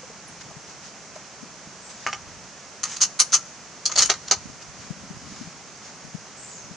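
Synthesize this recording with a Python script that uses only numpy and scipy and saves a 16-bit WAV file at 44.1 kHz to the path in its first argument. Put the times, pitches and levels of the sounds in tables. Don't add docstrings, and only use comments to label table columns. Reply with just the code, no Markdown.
import sys
import numpy as np
from scipy import signal
from scipy.fft import rfft, irfft, next_fast_len
from scipy.io import wavfile
from scipy.ndimage import uniform_filter1d, minimum_filter1d

SR = 44100
rng = np.random.default_rng(int(sys.argv[2]) if len(sys.argv) > 2 else 0)


def transcribe(u):
    v = np.clip(np.atleast_2d(u).T, -1, 1)
    q = np.round(v * 32767).astype(np.int16)
    wavfile.write(sys.argv[1], SR, q)


N = 298248
SECONDS = np.arange(N) / SR
AGE = SECONDS[:SR // 2]


def undb(db):
    return 10 ** (np.asarray(db) / 20)


def unit(x):
    return x / np.sqrt(np.mean(x ** 2))


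def fade(t60):
    return np.exp(-np.log(1000) * AGE / t60)


def swell(rise_s):
    return (AGE / rise_s) ** 2 * np.exp(2 - 2 * AGE / rise_s)


def humps(table):
    return sum(undb(db) * np.exp(-((SECONDS - middle_s) / half_s) ** 2)
               for middle_s, db, half_s in table)


def across(points, size):
    hz, value = np.transpose(points)
    return np.interp(np.log(np.fft.rfftfreq(size, 1 / SR) + 1), np.log(hz), value)


def colour(x, points):
    size = next_fast_len(x.shape[-1])
    spectrum = rfft(x, size) * undb(across(points, size))
    return irfft(spectrum, size)[..., :x.shape[-1]]


# pitch_hz, likeness (0-1)
NEAR = [(100, 1), (500, 0.99), (1500, 0.98), (3000, 0.89), (6000, 0.66), (10500, 0.4)]
# pitch_hz, likeness (0-1)
FAR = [(60, .02), (150, 0.66), (300, 0.84), (600, 0.93), (1200, 0.87), (2600, 0.7), (5500, 0.43),
       (11000, 0.05)]


def noise(points, likeness, length):
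    size = next_fast_len(length)
    mid, side = rfft(rng.standard_normal((2, size))) * undb(across(points, size))
    alike = np.clip(across(likeness, size), 0, 1)
    mid = mid * np.sqrt(1 + alike)
    side = side * np.sqrt(1 - alike)
    return unit(irfft(np.array([mid + side, mid - side]), size)[:, :length])


def ring(modes, scatter_db=5.0, detune=0.0016):
    out = 0
    for hz, db, t60 in modes:
        weight, drift, path, skew = rng.standard_normal(4)
        phase = hz * (path / 2500 + np.array([[1], [-1]]) * skew / 14000)
        tone = np.sin(2 * np.pi * hz * (1 + detune * drift) * AGE + phase)
        out = out + undb(db + scatter_db * weight) * fade(t60) * tone
    return out


def blow(x, count=220):
    return x[:, :SR // 4] / np.sqrt(np.mean(x[:, :count] ** 2))


def add(out, start_s, x):
    i = int(start_s * SR)
    out[:, i:i + x.shape[1]] += x[:, :N - i]


# handle lifted from 2.84 s, bolt drawn back 3.20, rear stop 3.34, pushed forward 3.86,
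# cartridge stripped and fed 3.99, bolt home 4.10, handle locked down 4.31.
# start_s, level_db, touches before, first touch_db, rebounds after,
# thud_db, stock_db, receiver_db, edge_db (band levels), strongest ring pitch_hz
CLACKS = [(2.837, -18.5, 1, -5.5, 0, -14, -0.5, -1.5, -2.5, 6500),
          (2.854, -31.5, 0, 0, 0, -6, 16, 2, -2, 6550), (2.967, -28.5, 1, -8, 0, -15, 1, 4, -1, 6450),
          (3.0153, -13, 2, -15, 4, -18, -7.5, -5, -4.5, 6230),
          (3.1997, -6.5, 2, -20.5, 1, -17, -6, -0.5, 3.5, 5930),
          (3.34, -11.5, 3.5, -11.5, 2, -14.5, -5, -6.5, -4.5, 6300),
          (3.86, -15.5, 1, -3, 0, -19, -11.5, 1, -4.5, 4850), (3.898, -31, 1, -6, 0, 5, 12, -7, -17, 6460),
          (3.921, -25.5, 1, -0.5, 0, -3, 5, -3, -11, 6460),
          (3.9611, -18.5, 1, -6, 0, -3, -1, 2.5, -6, 4500), (3.99, -9, 3, -11.5, 0, -7, -1.5, -1, -2, 4400),
          (4.021, -13.5, 1, -8, 2, -10, -3, -1.5, -5, 5900),
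          (4.058, -20.5, 1, -8, 0, -9, -4, -10, 3.5, 6750), (4.099, -12, 2, -22, 1, 1, 7.5, -1, -9, 5900),
          (4.138, -30, 0, 0, 0, -4, 9, -5, -8, 4900), (4.282, -29.5, 1, -8, 0, -6, 3, -3, -15, 5640),
          (4.3108, -11.5, 0, 2, 1.5, 1.5, 1, -0.5, -10, 6200)]
CHATTER_S, CHATTER_SCATTER = .0049, .08
REBOUND_DB = -2.5
TOUCH_DULLING = .45


def chatter():
    for start_s, db, touches, touch_db, rebounds, thud, stock, receiver, edge, hz in CLACKS:
        for k in range(-int(round(touches)), int(round(rebounds)) + 1):
            if k < 0:
                lighter = touch_db * -k / touches
            else:
                lighter = REBOUND_DB * np.sqrt(k / max(rebounds, 1))
            delay = CHATTER_S * (k + CHATTER_SCATTER * np.sign(k) * rng.standard_normal())
            wood = -TOUCH_DULLING * lighter
            yield start_s + delay, db + lighter, thud + wood, stock + wood, receiver, edge, hz


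# pitch_hz, level_db
ACTION = [(100, -35), (330, -13.5), (600, -8.5), (950, -12.5), (1300, -7.5), (1700, -17), (2400, -13),
          (3700, -10), (4300, -2.5), (5300, -6), (6500, 0.5), (7100, -6.5), (8000, -15.5), (10500, -18.5),
          (12000, -36)]
# pitch_hz, level_db, t60_s
STEEL = [(1174, -17.5, 0.087), (1334, -15, 0.067), (1860, -17.5, 0.065), (3010, -16.5, 0.066),
         (4000, -33, .09), (4300, 0, 0.045), (4430, -5, 0.036), (4640, -9.5, 0.06), (4920, -9, 0.063),
         (5480, -12, .09), (6000, -6, 0.046), (5940, -9, 0.05), (6600, -3.5, 0.047), (6140, -9, 0.048),
         (6720, -2, 0.051), (7110, -6, .05), (8600, -14, 0.06), (10100, -30, .06)]
# pitch_hz, level_db, t60_s
STOP_RING = [(1338, -30, 0.24), (1370, -35, .12), (1850, -40, .11), (5900, -26, .11)]
STOP_S = 3.33


def contacts(crack_t60=0.024, rise_s=0.0013, ring_db=-16, ring_width_hz=350, focus_db=5, low_db=-6):
    out = np.zeros((2, N))
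    for start_s, db, thud, stock, receiver, edge, hz in chatter():
        crack = noise(ACTION, NEAR, len(AGE)) * fade(crack_t60)
        hit = crack + undb(ring_db) * ring(STEEL, scatter_db=3.5, detune=0.0127)
        hit = colour(hit, [(hz - 2 * ring_width_hz, 0), (hz, focus_db), (hz + 2 * ring_width_hz, 0)])
        hit = hit * (1 - np.exp(-AGE / rise_s))
        tone = [(120, thud / 2 + low_db), (700, thud), (1200, stock), (1900, stock),
                (2500, stock / 2 - 3), (3100, stock / 2), (3700, stock / 2 - 3),
                (4300, receiver), (5500, 0), (7000, 0), (8800, edge)]
        add(out, start_s, undb(db) * blow(colour(hit, tone)))
    add(out, STOP_S, ring(STOP_RING, scatter_db=3, detune=0))
    return signal.sosfilt(signal.butter(2, 110, "high", fs=SR, output="sos"), out)


# middle_s, level_db, half_s
STROKES = [(2.92, -33, .05), (3.91, -45, .04), (4.005, -22, 0.034), (4.06, -39.5, 0.059)]


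def sliding(grit_db=3, count=36):
    catches = np.repeat(undb(grit_db * rng.standard_normal(N // count + 1)), count)[:N]
    scrape = noise([(200, -25), (1300, -7.0), (3300, -10), (4500, -10), (6500, 3.0),
                    (8200, -14), (11000, -50)], NEAR, N)
    return scrape * unit(catches) * humps(STROKES)


# start_s, level_db, contact brightness_hz
TAPS = [(2.0652, -19.5, 1290), (2.071, -27.5, 4700), (2.1291, -25, 2510), (2.1303, -37, 380),
        (2.134, -30, 5760)]
# pitch_hz, level_db, t60_s
BENCH = [(470, -17, 0.052), (808, -9.5, 0.056), (1204, -6.5, .085), (1310, -13, 0.064), (1540, -17, 0.063),
         (1724, -17, 0.03), (2150, -16, 0.025), (2496, -7, 0.021), (2630, -9, 0.02), (3100, -16, 0.018)]


def bench_taps(crack_t60=0.02, slope_db=10, rise_s=0.00027):
    out = np.zeros((2, N))
    for start_s, db, hz in TAPS:
        crack = noise([(200, 3), (1000, 1.0), (2700, -2.0), (3700, -13.5), (6500, -4),
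                       (8500, -25), (11000, -35)], NEAR, len(AGE))
        hit = ring(BENCH, scatter_db=1.5) + crack * fade(crack_t60)
        hit = hit * (1 - np.exp(-AGE / rise_s))
        hit = colour(hit, [(hz / 4, -2 * slope_db), (hz, 0), (hz * 4, -slope_db)])
        add(out, start_s, undb(db) * blow(hit))
    return out


# middle_s, level_db, half_s
BRUSHES = [(.415, -38.5, 0.0089), (0.7, -45.5, 0.036), (0.858, -43, 0.039), (1.162, -45, .008),
           (1.909, -40.5, 0.013), (2.06, -44, 0.095), (4.624, -42, 0.012), (4.83, -46, 0.082),
           (5.36, -45.5, 0.16), (5.87, -45, 0.047)]
# start_s, level_db, pitch_hz
KNOCKS = [(0.031, -42.5, 512), (0.096, -44.5, 458), (0.504, -39, 617), (1.157, -36, 622)]
# pitch_hz, level_db, t60_s
BRASS = [(10000, -39.5, 0.08), (9990, -60, 0.44), (8624, -59, 0.55)]
CLINK_S = 0.279


def handling(rise_s=0.007, hollow=0.5):
    cloth = noise([(200, -13), (1200, 6.0), (3500, 0.5), (4700, 7), (6800, 8),
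                   (8500, -11), (11000, -18)], FAR, N)
    out = humps(BRUSHES) * cloth
    for start_s, db, hz in KNOCKS:
        air = noise([(hz / 2, -20), (hz, 0), (hz * 1.6, -1), (hz * 3, -30)], NEAR, len(AGE))
        knock = np.sin(2 * np.pi * hz * AGE) + hollow * air
        add(out, start_s, unit(knock) * swell(rise_s) * undb(db))
    add(out, CLINK_S, ring(BRASS))
    return out


# middle_s, level_db, half_s
SHIFTS = [(2.28, -52.5, 0.17), (4.06, -47, .11), (4.42, -49, 0.11), (4.69, -50, 0.044)]


def rumble():
    return humps(SHIFTS) * noise([(20, -19), (50, -2), (90, 2.5), (160, -4), (400, -38.5)], FAR, N)


def shelter(x, roof_s=.0156, roof_db=-11, tail_db=-8, tail_t60=0.13, build_s=0.0061):
    tail = noise([(100, 5.5), (1500, 0.0), (6000, -5.5), (11000, -4.5), (14000, -32)], NEAR, len(AGE))
    tail = tail * fade(tail_t60) * (1 - np.exp(-(AGE / build_s) ** 2))
    tail = tail / np.sqrt(np.sum(tail ** 2))
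    out = x + undb(tail_db) * signal.fftconvolve(x, tail, axes=1)[:, :N]
    add(out, roof_s, undb(roof_db) * x)
    return out


def trees(x, echo_db=-27, echo_t60=0.75, build_s=.04):
    tail = noise([(150, 0), (1300, -16), (3500, 1), (6500, 5), (10000, 1)], FAR, len(AGE))
    tail = tail * fade(echo_t60) * (1 - np.exp(-AGE / build_s))
    tail = tail / np.sqrt(np.sum(tail ** 2))
    return undb(echo_db) * signal.fftconvolve(x, tail, axes=1)[:, :N]


# start_s, level_db (before gain_db), pitch_hz, left minus right_db
PUFFS = [(0.563, -36.5, 131, 12), (1.426, -35, 230, 28), (1.67, -37, 174, -4), (4.453, -33, 194, -29),
         (4.902, -25, 171, 27.5), (5.101, -31, 175, 28), (5.409, -30, 242, 26), (5.47, -35, 165, 9),
         (6.143, -25.5, 166, 29), (6.708, -35, 169, 21)]


def puffs(rise_s=0.0065, gain_db=-1, rough=0.27):
    out = np.zeros((2, N))
    for start_s, db, hz, pan_db in PUFFS:
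        flutter = noise([(hz / 4, -15), (hz, 0), (hz * 1.64, -4), (hz * 4, -40)], FAR, len(AGE))
        eddy = np.sin(2 * np.pi * hz * AGE) + rough * flutter
        panned = unit(eddy * undb(np.array([[pan_db], [-pan_db]]) / 2))
        add(out, start_s, panned * swell(rise_s) * undb(db + gain_db))
    return out


# start_s, length_s, starting pitch_hz, fall_hz, level_db
BIRD = [(1.811, 0.19, 7670, 1180, -47), (6.364, 0.33, 7620, 2010, -41.5)]


def bird(blur_hz=190, second_ratio=1.113, second_db=-6, bend=1.5, early=0.89):
    out = 0
    for start_s, length_s, hz, fall_hz, db in BIRD:
        along = np.clip((SECONDS - start_s) / length_s, 0, 1)
        phase = 2 * np.pi * np.cumsum(hz - fall_hz * along ** bend) / SR
        loud = undb(db) * np.sqrt(np.abs(np.sin(np.pi * along ** early)))
        for ratio, voice_db in ((1, 0), (second_ratio, second_db)):
            blur = noise([(blur_hz / 2, 0), (blur_hz * 4, -18), (blur_hz * 10, -60)], FAR, N)
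            out = out + loud * undb(voice_db) * blur * np.sin(ratio * phase)
    return out


# (per Hz, relative)
HISS = [(18, -52), (30, -26), (60, -10), (91, -12), (165, -2.5), (284, -9), (355, -11), (382, -8.5),
        (489, -10), (582, -8.5), (1380, -10.5), (2500, -14), (3710, -19), (6390, -8.5), (11000, -41),
        (14300, -75), (22000, -120)]
# middle_s, level_db (before the gusts), half_s
BREEZE = [(.5, -57, 0.28), (4.5, -57.5, 0.37), (5.2, -48.5, 0.39), (6.1, -53.5, 0.11), (6.75, -51, 0.17)]


def background(hiss_db=-43.5, lean_db=1.56, gust_db=6.5, count=1100):
    left, right = noise(HISS, FAR, N) * undb(hiss_db)
    left = colour(left, [(1000, 0.0039), (5000, -lean_db)])
    right = colour(right, [(1000, 0), (5000, lean_db)])
    steps = np.repeat(rng.standard_normal((2, N // count + 1)), count, axis=1)
    gusts = uniform_filter1d(steps, count)[:, :N]
    breeze = noise([(25, -29), (70, -9.5), (160, -2.5), (300, -10.5), (900, -44)], FAR, N)
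    return np.array([left, right]) + breeze * humps(BREEZE) * undb(gust_db * gusts)


def scene():
    blows = shelter(contacts()) + shelter(bench_taps(), roof_db=-10, tail_db=-7.5)
    close = sliding() + puffs() + handling() + rumble()
    return blows + trees(blows) + close + bird() + background()


CEILING, LIMITER_S, TOP_HZ = .9, .002, 10950


def record(dry):
    size = int(LIMITER_S * SR)
    gain = CEILING / np.maximum(np.abs(dry).max(axis=0), CEILING)
    gain = uniform_filter1d(minimum_filter1d(gain, size), size)
    low_pass = signal.ellip(8, .05, 50, TOP_HZ, fs=SR, output="sos")
    return signal.sosfiltfilt(low_pass, dry * gain)


dry = scene()
out = record(dry)
transcribe(out)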